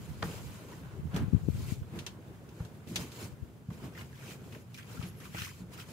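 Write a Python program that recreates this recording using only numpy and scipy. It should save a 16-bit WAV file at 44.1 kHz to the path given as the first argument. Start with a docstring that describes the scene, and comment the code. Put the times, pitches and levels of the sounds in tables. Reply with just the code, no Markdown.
"""Clothes and bedding rub as someone clambers from a bench onto the mattress of a small tent caravan, a few metres
from the microphone: coloured noise and random snags swell with every move. A canvas window flap crackles, creases
and squeaks; knees and hands bump the wooden bunk and knock its edge, and metal fittings click, as noise bursts
with ringing modes. A draught puffs on the two microphone ports as short runs of pressure dips.
The little cabin adds a short, dry echo of decaying noise."""
import sys
import numpy as np
from scipy import signal
from scipy.fft import rfft, irfft
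from scipy.io import wavfile
from scipy.ndimage import uniform_filter1d

SR = 44100
rng = np.random.default_rng(int(sys.argv[2]) if len(sys.argv) > 2 else 0)


def unload_wav(signal):
    """Save mono or channel-first audio to the path in sys.argv[1] as 16-bit WAV at rate SR, clipped to [-1, 1]."""
    wavfile.write(
        sys.argv[1],
        SR,
        np.round(np.clip(np.atleast_2d(signal).T, -1, 1) * 32767).astype(np.int16),
    )


N = 261072
T = np.arange(N) / SR
RING = T[:SR // 2]  # the half second in which a struck thing or an echo dies away
CABIN_T60_S = 0.19


def undb(db):
    """Decibels to gain."""
    return 10 ** (np.asarray(db) / 20)


def unit(x):
    """Scale to rms 1."""
    return x / np.sqrt(np.mean(x ** 2))


def norm(x):
    """Scale each channel of a response to energy 1."""
    return x / np.sqrt(np.sum(x ** 2, axis=-1, keepdims=True))


def peak(x):
    """Scale to peak 1."""
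    return x / np.abs(x).max()


def colour(x, points):
    """Weight a sound's spectrum by (pitch_hz, level_db) points, joined along a logarithmic pitch axis."""
    hz, db = np.transpose(points)
    size = x.shape[-1]
    f = np.maximum(np.fft.rfftfreq(size, 1 / SR), 1)
    gain = undb(np.interp(np.log(f), np.log(hz), db))
    return irfft(rfft(x) * gain, size)


def butter(x, hz, kind, order=2):
    """Plain low-pass or high-pass."""
    sections = signal.butter(order, min(hz, SR / 2 - 1), kind, fs=SR, output="sos")
    return signal.sosfilt(sections, x)


def add(out, s, x):
    """Mix a sound in at time s."""
    i = int(s * SR)
    out[..., i:i + x.shape[-1]] += x[..., :N - i]


def through(x, response):
    """Play a sound through a stereo response."""
    return signal.fftconvolve(np.atleast_2d(x), response, axes=-1)[:, :N]


def fade(t60):
    """Exponential decay, 60 dB down after t60 seconds."""
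    return np.exp(-np.log(1000) * RING / t60)


def walk(rate):
    """Smoothed chance with rms near 1, taking a new value rate times a second."""
    k = int(SR / rate)
    steps = np.repeat(rng.standard_normal(N // k + 1), k)
    return unit(uniform_filter1d(steps, k))[:N]


def field(size, apart_hz=850, side_db=-1):
    """Diffuse noise at two close ports: the bass is shared, the treble nearly unrelated."""
    mid, side = rng.standard_normal((2, size))
    side = undb(side_db) * butter(side, apart_hz, "high")
    return np.array([mid + side, mid - side])


def body(modes, points, crack_t60, ring_db, cabin_db, vary_db=2):
    """A struck thing: a dense crack, its ringing modes and the cabin's echo; mode levels vary from blow to blow."""
    crack = norm(colour(field(len(RING)), points) * fade(crack_t60))
    ring = 0
    for hz, db, t60 in modes:
        # short waves reach the ports out of step
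        phase = rng.uniform(-np.pi, np.pi, (2, 1)) * min(hz / 2000, 1)
        level = undb(db + vary_db * rng.standard_normal())
        ring = ring + level * fade(t60) * np.sin(2 * np.pi * hz * RING + phase)
    echo = norm(colour(field(len(RING)), points) * fade(CABIN_T60_S))
    return crack + undb(ring_db) * norm(ring) + undb(cabin_db) * echo


def patchy(x, depth_db):
    """Brief narrow patches of the spectrum swell and sink, as creases do at their own pitches."""
    spectrum = signal.stft(x, nperseg=512)[2]
    chance = rng.standard_normal(spectrum.shape[1:])
    chance = uniform_filter1d(chance, size=5, axis=0)  # neighbouring pitches move together
    chance = unit(uniform_filter1d(chance, size=3, axis=1))  # and hold for a moment
    return signal.istft(spectrum * undb(depth_db * chance))[1][:, :N]


def rub(points, rate, spread_db, grain_db, flutter_db, patchy_db, comb_db):
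    """Friction: fibres snag and let go over a smooth hiss; the near walls scatter the snags and comb the hiss."""
    sizes = undb(spread_db * np.minimum(rng.exponential(size=N), 4))
    snags = (rng.random(N) < rate / SR) * rng.choice([-1, 1], N) * sizes
    scatter = norm(field(len(RING)) * (fade(.012) + undb(-17) * fade(CABIN_T60_S)))
    reflected = through(rng.standard_normal(N), field(len(RING)) * fade(CABIN_T60_S))
    hiss = unit(field(N)) + undb(comb_db) * unit(reflected)
    sound = unit(hiss) + undb(grain_db) * unit(through(snags, scatter))
    sound = patchy(colour(sound, points), patchy_db)
    return unit(sound * undb(flutter_db * walk(45)))


STROKE_SHAPE = 1.31  # 1 is a pointed swell, 2 a round bell


def strokes(rows, rest_db=-120):
    """Gain over time of (peak_s, rise_s, fall_s, level_db) strokes: each swells and dies away, and powers add."""
    power = undb(rest_db) ** 2
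    for s, rise, fall, db in rows:
        away = np.abs(T - s) / np.where(T < s, rise, fall)
        power = power + (undb(db) * np.exp(-away ** STROKE_SHAPE)) ** 2
    return np.sqrt(power)


# a limb moves on the bed, sliding its sleeve or trouser leg and pressing on the bedding:
# fastest_s, rise_s, fall_s, slide_db, press_db (cushions and rumble add a gain to press_db)
LIMB_MOVES = [(0.032, 0.34, 0.35, -57.5, -58), (0.24, 0.014, 0.12, -50, -51),
              (0.34, 0.04, 0.14, -53, -57.5), (0.55, 0.2, 0.14, -56, -56.5),
              (0.72, 0.057, 0.08, -60.5, -57.5), (0.95, 0.29, 0.2, -71, -62),
              (1.17, 0.034, 0.058, -56, -43), (1.38, 0.19, 0.072, -66, -59),
              (1.59, 0.097, 0.16, -53, -57.5), (1.716, 0.065, 0.035, -47.5, -55.5),
              (1.97, 0.081, 0.1, -61, -52), (2.33, 0.22, 0.18, -75, -63.5), (2.6, 0.082, 0.092, -64.5, -62),
              (2.89, .015, 0.093, -55, -66), (3.008, 0.069, 0.064, -48, -48.5),
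              (3.231, 0.084, 0.049, -48, -51.5), (3.735, 0.029, 0.081, -58, -56),
              (3.85, 0.045, 0.036, -57, -53), (4.01, 0.046, 0.065, -56, -54),
              (4.311, 0.15, 0.048, -53, -59.5), (4.555, 0.13, 0.09, -61, -62),
              (4.79, 0.063, 0.028, -55, -71), (4.93, 0.064, 0.085, -53, -54.5),
              (5.03, 0.028, 0.058, -54, -54), (5.25, 0.053, 0.051, -52, -56),
              (5.425, 0.065, 0.073, -41, -59), (5.6, 0.043, 0.031, -57.5, -59.5),
              (5.739, 0.017, 0.024, -52, -57), (5.8, 0.027, 0.036, -51.5, -56),
              (5.905, 0.054, 0.066, -54.5, -56)]


def sliding(rest_db):
    """How strongly cloth slides over cloth, never quite still."""
    return strokes([(s, rise, fall, slide) for s, rise, fall, slide, press in LIMB_MOVES], rest_db)


def pressing(rest_db, gain_db=0):
    """How hard the limbs work into the bedding, never quite at rest."""
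    return strokes([(s, rise, fall, press + gain_db) for s, rise, fall, slide, press in LIMB_MOVES], rest_db)


# spectrum of sleeves and trouser legs: pitch_hz, level_db
CLOTHES_COLOUR = [(1200, -17), (2200, 2), (3700, -1), (6000, -0.5), (8500, -4), (12000, -5), (15500, -7)]
# spectrum of the mattress cover: pitch_hz, level_db
COVER_COLOUR = [(450, 1.5), (750, 1.5), (1000, 2), (1500, -2), (2300, -8), (3500, -12.5), (7000, -38)]
# spectrum of the cushions: pitch_hz, level_db
CUSHION_COLOUR = [(150, -5), (260, -2), (400, -1), (600, -10.5), (850, -18.5), (1400, -37), (3000, -66)]
# the body is never quite still: steady level of each rubbing
CLOTHES_REST_DB, COVER_REST_DB, CUSHION_REST_DB = -72, -64, -58
CUSHION_GAIN_DB = 2  # cushion scuff relative to the press
FIDGET_DB, FIDGET_PER_S = 1.5, 5


def fabrics():
    """Clothes swish grainily as they slide; pressed cover scrapes and cushions scuff dully, in fits and starts."""
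    clothes = sliding(CLOTHES_REST_DB) * rub(
        CLOTHES_COLOUR, rate=1000, spread_db=1.0, grain_db=-4.5, flutter_db=1.0, patchy_db=1.86, comb_db=4.5)
    cover = pressing(COVER_REST_DB) * rub(
        COVER_COLOUR, rate=200, spread_db=3.0, grain_db=-5, flutter_db=0.5, patchy_db=1.5, comb_db=-9)
    cushion = pressing(CUSHION_REST_DB, gain_db=CUSHION_GAIN_DB) * rub(
        CUSHION_COLOUR, rate=150, spread_db=1, grain_db=-6.5, flutter_db=2.0, patchy_db=1.5, comb_db=-14)
    return (clothes + cover + cushion) * undb(FIDGET_DB * walk(FIDGET_PER_S))


# spectrum of the stiff canvas: pitch_hz, level_db
CANVAS_COLOUR = [(750, -37), (1150, 2), (1450, 4.5), (2200, 4.5), (2900, 1.5), (4000, -11), (5500, -7.5),
                 (8000, -13.5)]
# the canvas window flap is tugged: fastest_s, rise_s, fall_s, level_db
FLAP_TUGS = [(3.99, 0.037, 0.038, -49.5), (4.26, 0.17, 0.11, -58), (4.53, 0.0088, 0.035, -53.5),
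             (4.795, 0.021, 0.039, -52), (5.02, 0.17, 0.15, -58.5), (5.22, 0.035, 0.039, -53.5),
             (5.36, 0.0097, 0.054, -48), (5.412, 0.058, 0.072, -44), (5.8, 0.059, 0.068, -52.5)]
# a stiff fold of canvas or mattress cover snaps or scrapes over:
# start_s, peak level_db, pitch_hz, width_octaves (2 at most is used), t60_s
FOLD_SNAPS = [(0.312, -43, 2780, .35, .11), (0.381, -45, 2900, .3, 0.088), (0.685, -45, 990, .25, 0.095),
              (0.716, -43, 980, 0.24, 0.11), (0.728, -46.5, 1880, .25, .07), (3.704, -41, 900, 1.3, .04),
              (3.95, -45.5, 1900, 0.43, 0.11), (3.976, -38.5, 1590, .7, .05), (4.011, -40, 2200, 1, .06),
              (4.129, -44.5, 1580, .3, 0.045), (4.223, -44.5, 1500, 0.34, 0.065),
              (4.275, -44.5, 2580, 0.65, 0.17), (4.307, -41, 1700, 1.6, .05), (4.525, -46, 2430, 1, .05),
              (4.548, -40.5, 1700, 1.2, .05), (4.745, -42.5, 2330, 0.46, 0.054), (4.787, -38, 1800, 1, .07),
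              (4.97, -41.5, 1390, .35, .07), (5.014, -38, 1190, 0.82, .04), (5.026, -37, 2400, 1.1, 0.095),
              (5.254, -39, 1150, .7, 0.044), (5.347, -38, 2070, 0.88, 0.055),
              (5.386, -34, 2700, 0.66, 0.08), (5.42, -33, 2600, 1.1, .05), (5.736, -50, 2880, .2, .12),
              (5.788, -41.5, 1350, .5, 0.084), (5.798, -39.5, 2830, 1.2, .06)]


def flap():
    """Stiff canvas crackles as it is drawn along; now and then a fold snaps over and rasps at its own pitch."""
    crackle = rub(
        CANVAS_COLOUR, rate=150, spread_db=3, grain_db=3, flutter_db=1.5, patchy_db=4, comb_db=0.5)
    out = strokes(FLAP_TUGS) * crackle
    for s, db, hz, octaves, t60 in FOLD_SNAPS:
        reach = 2 ** min(octaves, 2)
        points = [(100, -60), (hz / reach, -24), (hz, 0), (hz * reach, -17), (15000, -38)]
        fold = colour(field(len(RING)), points)
        snap = fold * (fade(t60) + undb(-16) * fade(CABIN_T60_S))
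        add(out, s, undb(db) * peak(snap))
    return out


CREASES_PER_S, CREASE_HZ = 130, 2333
CREASE_REACH_OCTAVES = 1.334  # pitches lie this far either way
CREASE_DECAY_CYCLES = 6.25  # to fall to 1/e
CREASE_DB, CREASE_SPREAD_DB = -9.5, 2.5  # relative to the cloth's motion; scatter of sizes


def creases():
    """Small creases buckle one by one in tiny pitched crackles, louder the more the cloth is moving."""
    out = np.zeros((2, N))
    t = RING[:SR // 20]
    for when, pitch, size, lag in rng.random((int(CREASES_PER_S * N / SR), 4)):
        hz = CREASE_HZ * 2 ** (CREASE_REACH_OCTAVES * (2 * pitch - 1))
        # opposite phase shifts at the two ports, larger for short waves
        phase = np.array([[1], [-1]]) * (2 * lag - 1) * min(hz / 2000, 2)
        ring = np.sin(2 * np.pi * hz * t + phase) * np.exp(-hz * t / CREASE_DECAY_CYCLES)
        level = undb(CREASE_SPREAD_DB * min(-np.log(1 - size), 3))
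        add(out, when * N / SR, level * ring)
    motion = np.hypot(strokes(FLAP_TUGS), sliding(CLOTHES_REST_DB) / 2)
    return undb(CREASE_DB) * unit(out) * motion


# thin squeaks while the flap is handled: start_s, level_db, length_s
THIN_SQUEAKS = [(4.609, -67, 0.031), (5.04, -59, 0.082), (5.15, -61, 0.079)]
SQUEAK_HZ = 11300


def squeaks():
    """A small hard part slides and sings briefly in one narrow band."""
    out = np.zeros((2, N))
    band = [(SQUEAK_HZ * .92, -40), (SQUEAK_HZ, 0), (SQUEAK_HZ * 1.08, -40)]
    tone = unit(colour(field(N), band))
    for s, db, length in THIN_SQUEAKS:
        i, size = int(s * SR), int(length * SR)
        add(out, s, undb(db) * np.hanning(size) * tone[:, i:i + size])
    return out


# hands, knees and feet land on the bunk:
# start_s, level_db (peak, before a 3 dB cut), landing_s (time the weight takes), hardness_hz (low-pass)
BUNK_BUMPS = [(0.231, -24.5, 0.0027, 600), (0.252, -24.5, 0.07, 135), (1.142, -20, 0.024, 230),
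              (1.162, -22, 0.018, 250), (1.204, -22.5, 0.039, 252), (1.935, -31, 0.069, 600),
              (2.129, -36, 0.066, 160), (2.276, -38, 0.017, 398), (2.603, -19.5, 0.002, 131),
              (2.87, -33, 0.0024, 595), (2.911, -30.5, 0.021, 380), (2.953, -32, 0.0028, 350),
              (2.994, -30.5, 0.025, 397), (3.228, -30, 0.023, 553), (3.685, -24.5, 0.005, 160),
              (3.714, -31, 0.038, 382), (3.821, -32.5, 0.026, 300), (4.021, -36, 0.027, 350),
              (4.531, -32.5, 0.025, 302), (5.035, -30, 0.031, 350), (5.346, -27.5, 0.0016, 1200),
              (5.605, -30.5, 0.035, 241), (5.888, -37.5, .006, 600)]
# ringing modes of the bunk's frame: pitch_hz, level_db, t60_s
FRAME_MODES = [(116.4, 3, 0.17), (135.7, 0, 0.26), (176, 9.5, 0.13), (221.6, -2.5, 0.14), (340.3, -1, 0.24),
               (426, 0, 0.058)]
# spectrum of a padded blow: pitch_hz, level_db
THUD_COLOUR = [(30, -51), (80, 7.5), (150, 12), (400, -4.5), (900, -22), (2500, 1), (8000, -44)]
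# spectrum of the rumbling bunk: pitch_hz, level_db
RUMBLE_COLOUR = [(20, -19), (40, -24), (65, -4), (105, 3.5), (165, -0.5), (230, -6.5), (330, -23.5),
                 (700, -43)]
RUMBLE_GAIN_DB, RUMBLE_REST_DB = 4.5, -50  # relative to the press; under a resting body
LURCH_DB, LURCH_PER_S = 1.5, 18  # the weight shifts unevenly, so the rumble comes and goes


def bunk():
    """Soft, padded blows set the wooden frame booming; it rumbles on as the weight shifts."""
    out = np.zeros((2, N))
    for s, db, length, hard_hz in BUNK_BUMPS:
        t = np.arange(int(length * SR)) / SR
        push = 0.97 * unit(rng.standard_normal(len(t))) * np.exp(-t / length) / np.sqrt(len(t))
        push[0] -= .7  # first touch, then the padding crushes
        frame = body(FRAME_MODES, THUD_COLOUR, crack_t60=0.084, ring_db=5.5, cabin_db=6.0)
        boom = signal.fftconvolve(push[None], frame, axes=-1)
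        add(out, s, undb(db - 3.0) * peak(butter(boom, hard_hz, "low")))
    rumble = unit(colour(field(N, apart_hz=243), RUMBLE_COLOUR) * undb(LURCH_DB * walk(LURCH_PER_S)))
    return out + pressing(RUMBLE_REST_DB, gain_db=RUMBLE_GAIN_DB) * rumble


# hands and feet knock on the bed's wooden edge, fingers just before the palm:
# start_s, level_db (peak, before a 5 dB cut), brightness_hz (low-pass)
EDGE_KNOCKS = [(0.2245, -21, 6000), (0.2267, -16.5, 6000), (0.2285, -17, 1400), (0.2302, -27, 8000),
               (1.163, -24.5, 6000), (1.175, -25.5, 5000), (1.184, -31, 4000), (2.603, -34.5, 1000),
               (2.959, -30, 1000), (5.347, -25.5, 700)]
# ringing modes of the wooden edge: pitch_hz, level_db, t60_s
EDGE_MODES = [(464, 2, 0.068), (656, 6.5, 0.024), (828, 12, 0.034), (1055, 4, 0.011), (1560, -4, .05),
              (1756, 8.5, 0.044), (1810, 12, 0.015)]
# spectrum of the struck wood: pitch_hz, level_db
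WOOD_COLOUR = [(150, -5), (450, -3), (800, 1), (1100, 5), (1400, 0), (1850, 3.5), (2300, -12), (3300, -8),
               (5000, -14), (15000, -26)]


def knock():
    """Quick, dry contacts on the wooden edge; flesh sounds duller than knuckle."""
    out = np.zeros((2, N))
    for s, db, bright_hz in EDGE_KNOCKS:
        rap = body(EDGE_MODES, WOOD_COLOUR, crack_t60=.016, ring_db=-1, cabin_db=-6, vary_db=1)
        add(out, s, undb(db - 5.0) * peak(butter(rap, bright_hz, "low")))
    return out


# fittings take the load and click; the tick at 4.743 s is stiff canvas, played with the same ring:
# start_s, level_db (peak, before a 3 dB cut), brightness_hz (low-pass)
CLICKS_AND_TICK = [(1.144, -35, 11000), (1.162, -26, 12000), (1.169, -36, 5000), (1.989, -28.5, 4000),
                   (2.0644, -25.5, 5500), (2.243, -59, 15000), (2.489, -46, 14000), (2.65, -42.5, 9200),
                   (2.874, -43.5, 12200), (2.958, -19.5, 8000), (2.9593, -18.5, 8000), (3.118, -37.5, 9050),
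                   (4.743, -37, 12100), (5.202, -43, 9000)]
# ringing modes of the fittings: pitch_hz, level_db, t60_s
FITTING_MODES = [(780, -2, 0.087), (950, -1, 0.2), (1430, -3, 0.15), (1732, 0.5, 0.073), (2436, 9, 0.069),
                 (2700, 10, 0.08), (2940, 3, 0.066), (3120, 0.5, 0.18), (3493, 9.5, 0.078), (3790, 3, .07),
                 (4180, 7, 0.05), (4400, 0, 0.12), (4900, 0, 0.11), (5540, 5.5, 0.1), (5960, 7, 0.06),
                 (6180, 11, 0.08)]
# spectrum of the struck metal: pitch_hz, level_db
METAL_COLOUR = [(300, -10), (900, -11.5), (1800, -6.5), (3200, -0.5), (6000, -4), (9000, -7), (15000, -8.5)]


def fittings():
    """Loose metal parts snap under load, brighter when the contact is hard; one tick stands for stiff canvas."""
    out = np.zeros((2, N))
    for s, db, bright_hz in CLICKS_AND_TICK:
        click = body(FITTING_MODES, METAL_COLOUR, crack_t60=.065, ring_db=-4, cabin_db=-5)
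        add(out, s, undb(db - 3.0) * peak(butter(click, bright_hz, "low", order=1)))
    return out


# slow gusts at the microphone: strongest_s, rise_s, fall_s, level_db (midway between the two ports)
SLOW_GUSTS = [(0.3, 0.35, 0.18, -45.5), (1.2, 0.29, 0.4, -42.5), (1.57, 0.19, 0.22, -36.5)]
GUST_PAN_DB = 7.5  # left minus right
# spectrum of the gusts' buffeting: pitch_hz, level_db
BUFFET_COLOUR = [(30, -7), (70, -2), (125, 1), (200, -14), (350, -28), (800, -59)]
# puffs of air right on the ports: middle_s, level_db (peak, louder port), left_minus_right_db,
# length_s (nominal, scaled below), eddy_hz (nominal, scaled below), sharpness
PORT_PUFFS = [(0.102, -28, -21.5, 0.022, 111, 1.45), (0.461, -31.5, -27, 0.053, 95, 1.8),
              (0.995, -25.5, 20, 0.013, 105, 2), (1.054, -24, -35, 0.042, 113.6, 1.65),
              (1.22, -19, -23, 0.023, 119, 1.6), (1.24, -21, 20, 0.014, 125, 1.3),
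              (1.281, -22.5, 28, 0.0121, 144, 1.8), (1.328, -22, 30, 0.0044, 190, 1.7),
              (1.333, -9, 38, 0.0079, 160, 1.8), (1.346, -7, 44, 0.0089, 155, 2.0),
              (1.363, -16, 35, 0.011, 130, 1.5), (1.433, -25.5, 29, 0.012, 120, 1.5),
              (1.479, -20, 28, 0.0086, 160, 1.7), (1.486, -12.5, 30, 0.0068, 180, 3.3),
              (1.498, -17.5, 13.5, 0.01, 112, 1.4), (1.545, -26.5, 18, .011, 130, 1.3),
              (1.58, -29.5, -22, 0.05, 125, 1.2), (1.606, -25.5, 26, 0.017, 180, 1.8),
              (1.722, -17.5, 35, 0.0061, 191, 2), (1.818, -24.5, -22, 0.013, 95, 1.4),
              (3.32, -33.5, 18, .025, 98, 1.4), (3.425, -23.5, 29, 0.011, 104, 1.5),
              (4.995, -23.5, 29, 0.012, 129, 2.2), (5.418, -29, 23, 0.015, 126, 1.6)]


def draught():
    """Gusts buffet the ports; each puff is a few eddies of pressure, much stronger on one port than the other."""
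    buffet = unit(colour(rng.standard_normal((2, N)), BUFFET_COLOUR))
    out = strokes(SLOW_GUSTS) * buffet * undb(np.array([[GUST_PAN_DB], [-GUST_PAN_DB]]) / 2)
    for s, db, pan_db, length, eddy_hz, sharp in PORT_PUFFS:
        t = np.arange(-int(2 * length * SR), int(2 * length * SR)) / SR
        swirl = unit(butter(rng.standard_normal(len(t)), eddy_hz, "low"))
        rate_hz = 0.636 * eddy_hz * np.exp(0.13 * swirl)  # the eddies pass unevenly
        phase = 2 * np.pi * np.cumsum(rate_hz) / SR
        # suction comes in sharp dips, the deepest in the middle
        eddies = np.exp(sharp * np.cos(phase - phase[len(t) // 2]))
        puff = -eddies * np.exp(-(1.33 * t / length) ** 2)
        puff = butter(puff, 107, "high")
        puff = butter(puff, 2.9 * sharp * eddy_hz, "low", order=5)
        ports = undb(np.minimum([[pan_db], [-pan_db]], 0))
        add(out, s - 2 * length, undb(db) * ports * peak(puff))
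    return out


def scene():
    """Everything inside the caravan, and the draught at the microphone."""
    return fabrics() + flap() + creases() + squeaks() + bunk() + knock() + fittings() + draught()


TOP_HZ = 15650


def record(dry):
    """The microphone thins the deep bass and cuts the top."""
    thinned = butter(dry, 56.7, "high", order=3)
    return signal.sosfilt(signal.ellip(10, .2, 70, TOP_HZ, fs=SR, output="sos"), thinned)


dry = scene()
out = record(dry)
unload_wav(out)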